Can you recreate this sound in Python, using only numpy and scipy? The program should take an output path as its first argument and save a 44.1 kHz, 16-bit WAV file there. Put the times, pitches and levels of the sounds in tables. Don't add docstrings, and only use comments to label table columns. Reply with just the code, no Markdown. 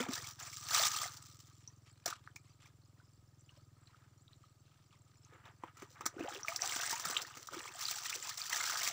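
import sys
import numpy as np
from scipy import signal
from scipy.fft import rfft, irfft
from scipy.io import wavfile
from scipy.ndimage import uniform_filter1d

SR = 44100
rng = np.random.default_rng(int(sys.argv[2]) if len(sys.argv) > 2 else 0)


def master_out(mix):
    frames = np.transpose(np.atleast_2d(mix))
    ceiling = np.clip(frames, -1, 1)
    pcm = np.round(ceiling * 32767).astype(np.int16)
    wavfile.write(sys.argv[1], SR, pcm)


N = 393372
TIME = np.arange(N) / SR

# crest in seconds, hold in seconds, spray level in dB, bubbling level in dB (both before the trims
# of each layer), seconds to fade by 20 dB.
WATER_SURGES = [ (0, .005, -47, -36, .1), (.12, .06, -46, -48, .1), (.23, .08, -50, -58, .05),
                (.41, .07, -51, -53, .06), (.53, .06, -51, -68, .1), (.63, .05, -49, -57, .1),
                (.715, .01, -41, -43, .1), (.75, .1, -32.5, -37, .11), (.93, .1, -42.5, -45, .15),
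                (1.22, .02, -61, -78, .5), (3.78, .26, -95, -75, .3), (5.335, .01, -82, -59, .15),
                (5.455, .025, -79, -56, .06), (5.64, .05, -80, -59, .04), (5.78, .05, -70, -62, .1),
                (5.915, .005, -65, -70, .06), (5.97, .08, -75, -59, .3), (6.19, .05, -65, -49, .15),
                (6.29, .07, -55, -48, .15), (6.485, .06, -52, -49, .1), (6.63, .3, -43.5, -43, .2),
                (7.05, .12, -47, -45, .25), (7.36, .07, -60, -66, .15), (7.53, .13, -55, -49.5, .2),
                (7.75, .04, -53, -54, .1), (7.81, .11, -44.5, -49, .4), (8.05, .1, -45.5, -48, .1),
                (8.23, .08, -46, -49, .08), (8.39, .08, -47, -52, .1), (8.52, .36, -41.5, -41.5, .12)]
SURGE_ATTACK_S = 0.05

# frequency in Hz, relative level in dB per Hz.
DROPLET_SPECTRUM = [(500, -39), (1500, -6.5), (3000, -2.5), (4500, 1.5), (6000, 5), (7600, -5.5),
                    (9000, -9), (11000, -14), (13500, -18), (16000, -6)]

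# time in seconds, level in dB relative to the spray.
HOLLOW_RING = [(0, -18), (1.2, -12.5), (6.0, -26), (7.8, -25), (8.9, -19)]

# crest in seconds, hold in seconds, level in dB before the trim of the deep bubbles.
AIR_GULPS = [(.005, .03, -44), (.088, .015, -47), (.18, .01, -59), (5.33, .015, -62), (5.46, .02, -68),
             (5.91, .01, -67), (6.005, .01, -56), (6.14, .04, -58), (6.195, .05, -43), (6.32, .05, -54),
             (6.55, .25, -63), (7.11, .12, -59), (7.37, .02, -59), (7.52, .06, -53), (7.65, .06, -62),
             (8.16, .012, -55)]
GULP_ATTACK_S, GULP_FADE_S = 0.02, 0.08

# start in seconds, peak level in dB, starting pitch in Hz, cycles to die away by 60 dB.
LONE_BUBBLES = [(.003, -36, 239, 24), (.087, -34, 240, 14), (.178, -38, 1740, 57), (.243, -43, 2150, 57),
                (.531, -46, 2150, 59), (.695, -42, 1700, 76), (1.04, -37, 1980, 40), (1.055, -41, 706, 27),
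                (1.676, -41, 5670, 120), (2.061, -34, 630, 14), (2.126, -36, 1264, 16),
                (2.275, -39, 1410, 5), (2.363, -42, 2260, 44), (2.658, -57, 2250, 57), (3.0, -59, 1430, 45),
                (3.492, -52, 2800, 72), (3.572, -61, 570, 42), (3.872, -54, 3950, 58),
                (4.28, -52, 3580, 30), (4.332, -52, 3840, 40), (5.249, -50, 6170, 47),
                (5.636, -34, 910, 13), (5.824, -44, 362, 16), (6.009, -37, 1000, 5), (6.165, -40, 315, 7),
                (6.205, -33, 298, 9), (6.357, -47, 380, 46), (6.258, -43, 617, 30), (6.281, -35, 767, 36),
                (6.306, -45, 1310, 30), (6.324, -43, 1550, 28), (6.432, -34, 5570, 82),
                (6.447, -39, 1170, 16), (6.483, -23, 2150, 16), (6.485, -41, 644, 87),
                (6.562, -25, 5100, 20), (6.592, -36, 1720, 16), (6.62, -21, 5570, 38), (6.64, -37, 745, 54),
                (6.722, -31, 2040, 25), (6.93, -35, 893, 110), (7.055, -33, 1190, 9), (7.06, -51, 165, 14),
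                (7.167, -19, 2870, 16), (7.17, -23, 3580, 33), (7.487, -37, 1140, 5), (7.565, -42, 326, 21),
                (7.605, -40, 1800, 25), (7.655, -40, 1070, 12), (7.854, -27, 4480, 74),
                (7.884, -28, 3930, 56), (8.057, -37, 1830, 60), (8.128, -29, 2250, 15),
                (8.277, -45, 920, 24), (8.417, -28, 4450, 45), (8.529, -27, 1870, 46),
                (8.603, -33, 1310, 19)]

# start in seconds, level in dB, tilt in dB
WET_SLAPS = [(.002, -35, -2), (.086, -41, -3), (.706, -47, 14), (.756, -47, 13), (.854, -48, 17),
             (1.169, -58, 14), (1.401, -66, 15), (2.058, -37, 9), (2.077, -38, 4), (2.1, -52, 11),
             (2.359, -55, 8), (2.657, -69, 8), (3.572, -68, 2), (5.323, -68, -6), (5.455, -59, -2),
             (5.635, -50, -8), (5.769, -56, 2), (5.821, -45, -3), (6.008, -46, -1), (6.056, -39, 4),
             (6.061, -34, 6), (6.194, -45, -5), (6.241, -48, -11), (6.482, -42, 6), (6.56, -45, 13),
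             (6.76, -38, 5), (6.907, -40, 10), (6.926, -39, 4), (6.996, -44, 8), (7.052, -38, 7),
             (7.099, -37, 4), (7.37, -47, 1), (7.471, -54, 13), (7.543, -43, -1), (7.655, -50, 2),
             (7.91, -43, 13), (8.374, -51, 17), (8.496, -47, 12), (8.527, -42, 10), (8.831, -46, 18),
             (8.874, -39, 9)]

# crest in seconds, hold in seconds, level in dB.
MUD_SQUELCHES = [(1.48, .04, -74), (1.61, .1, -75), (1.865, .02, -68), (1.96, .07, -77), (2.075, .04, -49),
                 (2.24, .05, -72), (2.45, .06, -75), (2.61, .06, -67), (2.98, .03, -76), (3.49, .1, -75),
                 (3.875, .03, -73), (3.94, .01, -70), (4.02, .02, -75), (4.3, .03, -75), (4.43, .015, -71),
                 (4.66, .17, -77), (4.92, .015, -68), (5.07, .1, -79), (5.24, .04, -73), (5.77, .08, -66)]
SQUELCH_ATTACK_S, SQUELCH_FADE_S = 0.025, 0.065

# time in seconds, firings per second, level in dB.
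ENGINE_RUN = [(0, 20.63, -61), (1.3, 20.64, -61.5), (2.2, 20.8, -63.5), (2.8, 20.52, -64),
              (3.8, 20.27, -65), (5.2, 20.38, -66), (6.2, 20.25, -66.5), (7.4, 20.26, -70),
              (8.92, 20.15, -71)]

# frequency in Hz, relative level in dB per Hz.
EXHAUST_SPECTRUM = [(30, -48), (60, -17.5), (82, -3.5), (102, 2.5), (125, 1), (145, -0.5), (185, -25.5),
                    (245, -17), (310, -14.5), (400, -24.5), (600, -55), (3000, -85)]

# frequency in Hz, relative level in dB per Hz.
AIR_SPECTRUM = [(25, 7), (70, -1), (150, 17), (300, 3), (600, 3.5), (1300, -2), (2500, -9), (5500, -5),
                (7700, -10.5), (10000, -14), (13500, -20), (16000, -14.5)]

# frequency in Hz, width in Hz (a notch is widened further by its depth), gain in dB.
PORT_RESONANCES = [(1249.4, 53.5, 10), (6660, 180, -15), (7310, 990, 8), (15100, 830, 10)]


def from_db(db):
    return 10 ** (np.asarray(db) / 20)


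def rms_one(x):
    return x / np.sqrt(np.mean(x ** 2) + 1e-20)


def in_time(rows):
    seconds, *columns = np.transpose(rows)
    return [np.interp(TIME, seconds, column) for column in columns]


def add(out, start_s, sound):
    at = int(np.clip(start_s * SR, 0, N - 1))
    out[at:at + len(sound)] += sound[:N - at]


def swells(rows, attack_s):
    power = np.zeros(N)
    for crest_s, hold_s, db, fade_s in rows:
        start_s = max(crest_s - 2 * attack_s, 0)
        age = TIME[:SR] + start_s - crest_s
        rising = np.maximum(-age, 0) / attack_s
        fading = np.maximum(age - hold_s, 0) / fade_s
        add(power, start_s, from_db(db - 20 * (rising + fading)) ** 2)
    return np.sqrt(power)


def band(x, low_hz, high_hz):
    sections = signal.butter(2, [low_hz, high_hz], "band", fs=SR, output="sos")
    return signal.sosfilt(sections, x + 1e-18)


def colour(x, spectrum, size=4096):
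    hz, db = np.transpose(spectrum)
    grid = np.maximum(np.fft.rfftfreq(size, 1 / SR), 1)
    gain = from_db(np.interp(np.log(grid), np.log(hz), db))
    cepstrum = irfft(np.log(gain))
    index = np.arange(size)
    folded = 2 * cepstrum * (index < size // 2) * (index > 0)
    response = irfft(np.exp(rfft(folded)))
    return rms_one(signal.fftconvolve(x, response)[:N])


def drift(per_s):
    points = rng.standard_normal(N // 10)
    return rms_one(np.interp(TIME * per_s, np.arange(N // 10), points))


def evened(x, span_s):
    span = int(span_s * SR) + 1
    power = uniform_filter1d(uniform_filter1d(x ** 2, span), span)
    return x / np.sqrt(np.abs(power) + np.mean(x ** 2) / 100)


def bubble(hz, cycles, rise, swell=1.5):
    age = np.arange(int(cycles / hz * SR) + 2) * hz / SR
    envelope = from_db(-60 * age / cycles) * (1 - np.exp(-(age / swell) ** 2))
    phase = 2 * np.pi * age * (1 + rise * age / cycles / 2)
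    return envelope / envelope.max() * np.sin(phase)


def bubble_cloud(low_hz, high_hz, cycles, rise, spread_db, tilt_db, count):
    out = np.zeros(N)
    for when, size, strength, damping, depth in rng.random((count, 5)):
        hz = low_hz * (high_hz / low_hz) ** size
        strength_db = -spread_db * np.log(max(strength, 0.01))
        gain = from_db(strength_db + tilt_db * np.log2(hz / low_hz))
        add(out, when * N / SR, gain * bubble(hz, cycles * (0.5 + damping), 2 * rise * depth))
    return rms_one(out)


def crackle(per_s, spread_db, clump_db):
    born = rng.random(N) < per_s / SR
    uneven_db = spread_db * np.minimum(rng.exponential(1, N), 5)
    sizes = from_db(uneven_db + clump_db * drift(170))
    return born * sizes * rng.choice([-1, 1], N)


def spray():
    rows = [(crest_s, hold_s, db, fade_s) for crest_s, hold_s, db, _, fade_s in WATER_SURGES]
    gain = swells(rows, SURGE_ATTACK_S) * from_db(0.7 * drift(50))
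    impacts = crackle(per_s=4000 * (gain / from_db(-45)) ** 0.51, spread_db=3.5, clump_db=4.0)
    clicks = evened(colour(impacts, DROPLET_SPECTRUM), span_s=0.1)
    fizz = bubble_cloud(low_hz=3077, high_hz=8210, cycles=55, rise=0.19, spread_db=5.5, tilt_db=6.0, count=4600)
    fizz = evened(fizz, span_s=0.036)
    ring = evened(band(impacts, low_hz=1166, high_hz=1320), span_s=0.04)
    hollow = from_db(in_time(HOLLOW_RING)[0]) * ring
    return gain * (from_db(-1.5) * clicks + from_db(-7.0) * fizz + hollow)


def slosh():
    small = bubble_cloud(low_hz=1400, high_hz=3570, cycles=33, rise=0.56, spread_db=4.0, tilt_db=1.5, count=2400)
    middling = bubble_cloud(low_hz=617, high_hz=1400, cycles=23, rise=0.3, spread_db=3.5, tilt_db=4.5, count=1000)
    wash = rms_one(band(crackle(per_s=4000, spread_db=3.0, clump_db=3.5), low_hz=795, high_hz=1920))
    deep = bubble_cloud(low_hz=278, high_hz=620, cycles=12, rise=0.38, spread_db=1.5, tilt_db=2.5, count=900)
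    rows = [(crest_s, hold_s, db, fade_s) for crest_s, hold_s, _, db, fade_s in WATER_SURGES]
    stir = swells(rows, SURGE_ATTACK_S)
    deep_share = np.minimum(from_db(-22) * stir, from_db(-63))
    pockets = swells([(*row, GULP_FADE_S) for row in AIR_GULPS], GULP_ATTACK_S)
    gulps = np.hypot(pockets, deep_share)
    aerated = np.minimum(stir / from_db(-52), 1) ** 1.2
    bubbles = aerated * (small + from_db(-4.0) * middling)
    gurgle = evened(bubbles + from_db(-3.0) * wash, span_s=0.028)
    flutter = from_db(1.5 * drift(70))
    shallow = from_db(-3.2) * stir * flutter * gurgle
    return shallow + from_db(-4.0) * gulps * evened(deep, span_s=0.032)


def plops():
    out = np.zeros(N)
    for start_s, db, hz, cycles in LONE_BUBBLES:
        add(out, start_s, from_db(db) * bubble(hz, cycles, rise=0.3, swell=1.3))
    return out


def splats(attack_s=0.0008, fade_s=0.012, smack_db=2.5):
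    grit = crackle(per_s=14000, spread_db=1.5, clump_db=-2.0)
    thud = band(grit, low_hz=240, high_hz=611)
    smack = band(grit, low_hz=650, high_hz=2480)
    spatter = colour(grit, DROPLET_SPECTRUM)
    envelopes = np.zeros((3, N))
    age = TIME[:SR // 4]
    shape = (1 - np.exp(-age / attack_s)) * np.exp(-2 * age / fade_s)
    for start_s, db, tilt_db in WET_SLAPS:
        for envelope, part_db in zip(envelopes, (-tilt_db, smack_db, tilt_db)):
            add(envelope, start_s, from_db(db + part_db) * shape)
    parts = (thud, smack, spatter)
    return sum(envelope * evened(part, span_s=0.01) for envelope, part in zip(envelopes, parts))


def mud():
    tearing = rms_one(band(crackle(per_s=2300, spread_db=3.0, clump_db=5.0), low_hz=800, high_hz=5000))
    sucking = bubble_cloud(low_hz=913, high_hz=4300, cycles=32, rise=0.15, spread_db=4.0, tilt_db=-0.5, count=1800)
    squelches = swells([(*row, SQUELCH_FADE_S) for row in MUD_SQUELCHES], SQUELCH_ATTACK_S)
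    working = np.hypot(squelches, from_db(-85.5))
    return working * evened(sucking + from_db(0.5) * tearing, span_s=0.021)


def banks(x, t60_s=0.11, echo_db=-16):
    age = TIME[:SR // 2]
    noise = band(rng.standard_normal(len(age)), low_hz=258, high_hz=9000)
    tail = noise * from_db(-60 * age / t60_s) * (age > 0.004)
    return x + from_db(echo_db) * signal.fftconvolve(x, tail / np.linalg.norm(tail))[:N]


def engine(first_firing=0.42, lag_hz=105, lag_width_hz=75):
    per_s, db = in_time(ENGINE_RUN)
    turns = np.floor(np.cumsum(per_s) / SR + first_firing)
    firings = np.diff(turns, prepend=turns[0]) * from_db(1.3 * drift(13))
    _, poles = signal.iirpeak(lag_hz, lag_hz / lag_width_hz, fs=SR)
    lagged = signal.lfilter(poles[::-1], poles, firings)
    return from_db(db) * colour(lagged, EXHAUST_SPECTRUM)


def chirps():
    tones = bubble_cloud(low_hz=4000, high_hz=8300, cycles=130, rise=0.03, spread_db=2.2, tilt_db=2.0, count=1100)
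    return from_db(-82.5) * rms_one(tones * from_db(4.5 * drift(14)))


def open_air():
    return from_db(-75.5) * colour(rng.standard_normal(N), AIR_SPECTRUM)


def breeze():
    rumble = rms_one(band(rng.standard_normal(N), low_hz=45, high_hz=110))
    return from_db(-86) * rumble * from_db(4.0 * drift(5))


def scene():
    scattered = banks(spray() + slosh() + splats() + plops() + mud() + chirps())
    return (scattered + engine() + open_air() + breeze())[None]


def record(dry):
    out = dry
    for hz, width_hz, db in PORT_RESONANCES:
        sharpness = hz / width_hz * min(from_db(db / 2), 1)
        b, a = signal.iirpeak(hz, sharpness, fs=SR)
        out = out + (from_db(db) - 1) * signal.lfilter(b, a, out)
    top_cut = signal.ellip(12, 0.3, 80, 15600, fs=SR, output="sos")
    return signal.sosfilt(top_cut, out)


dry = scene()
out = record(dry)
master_out(out)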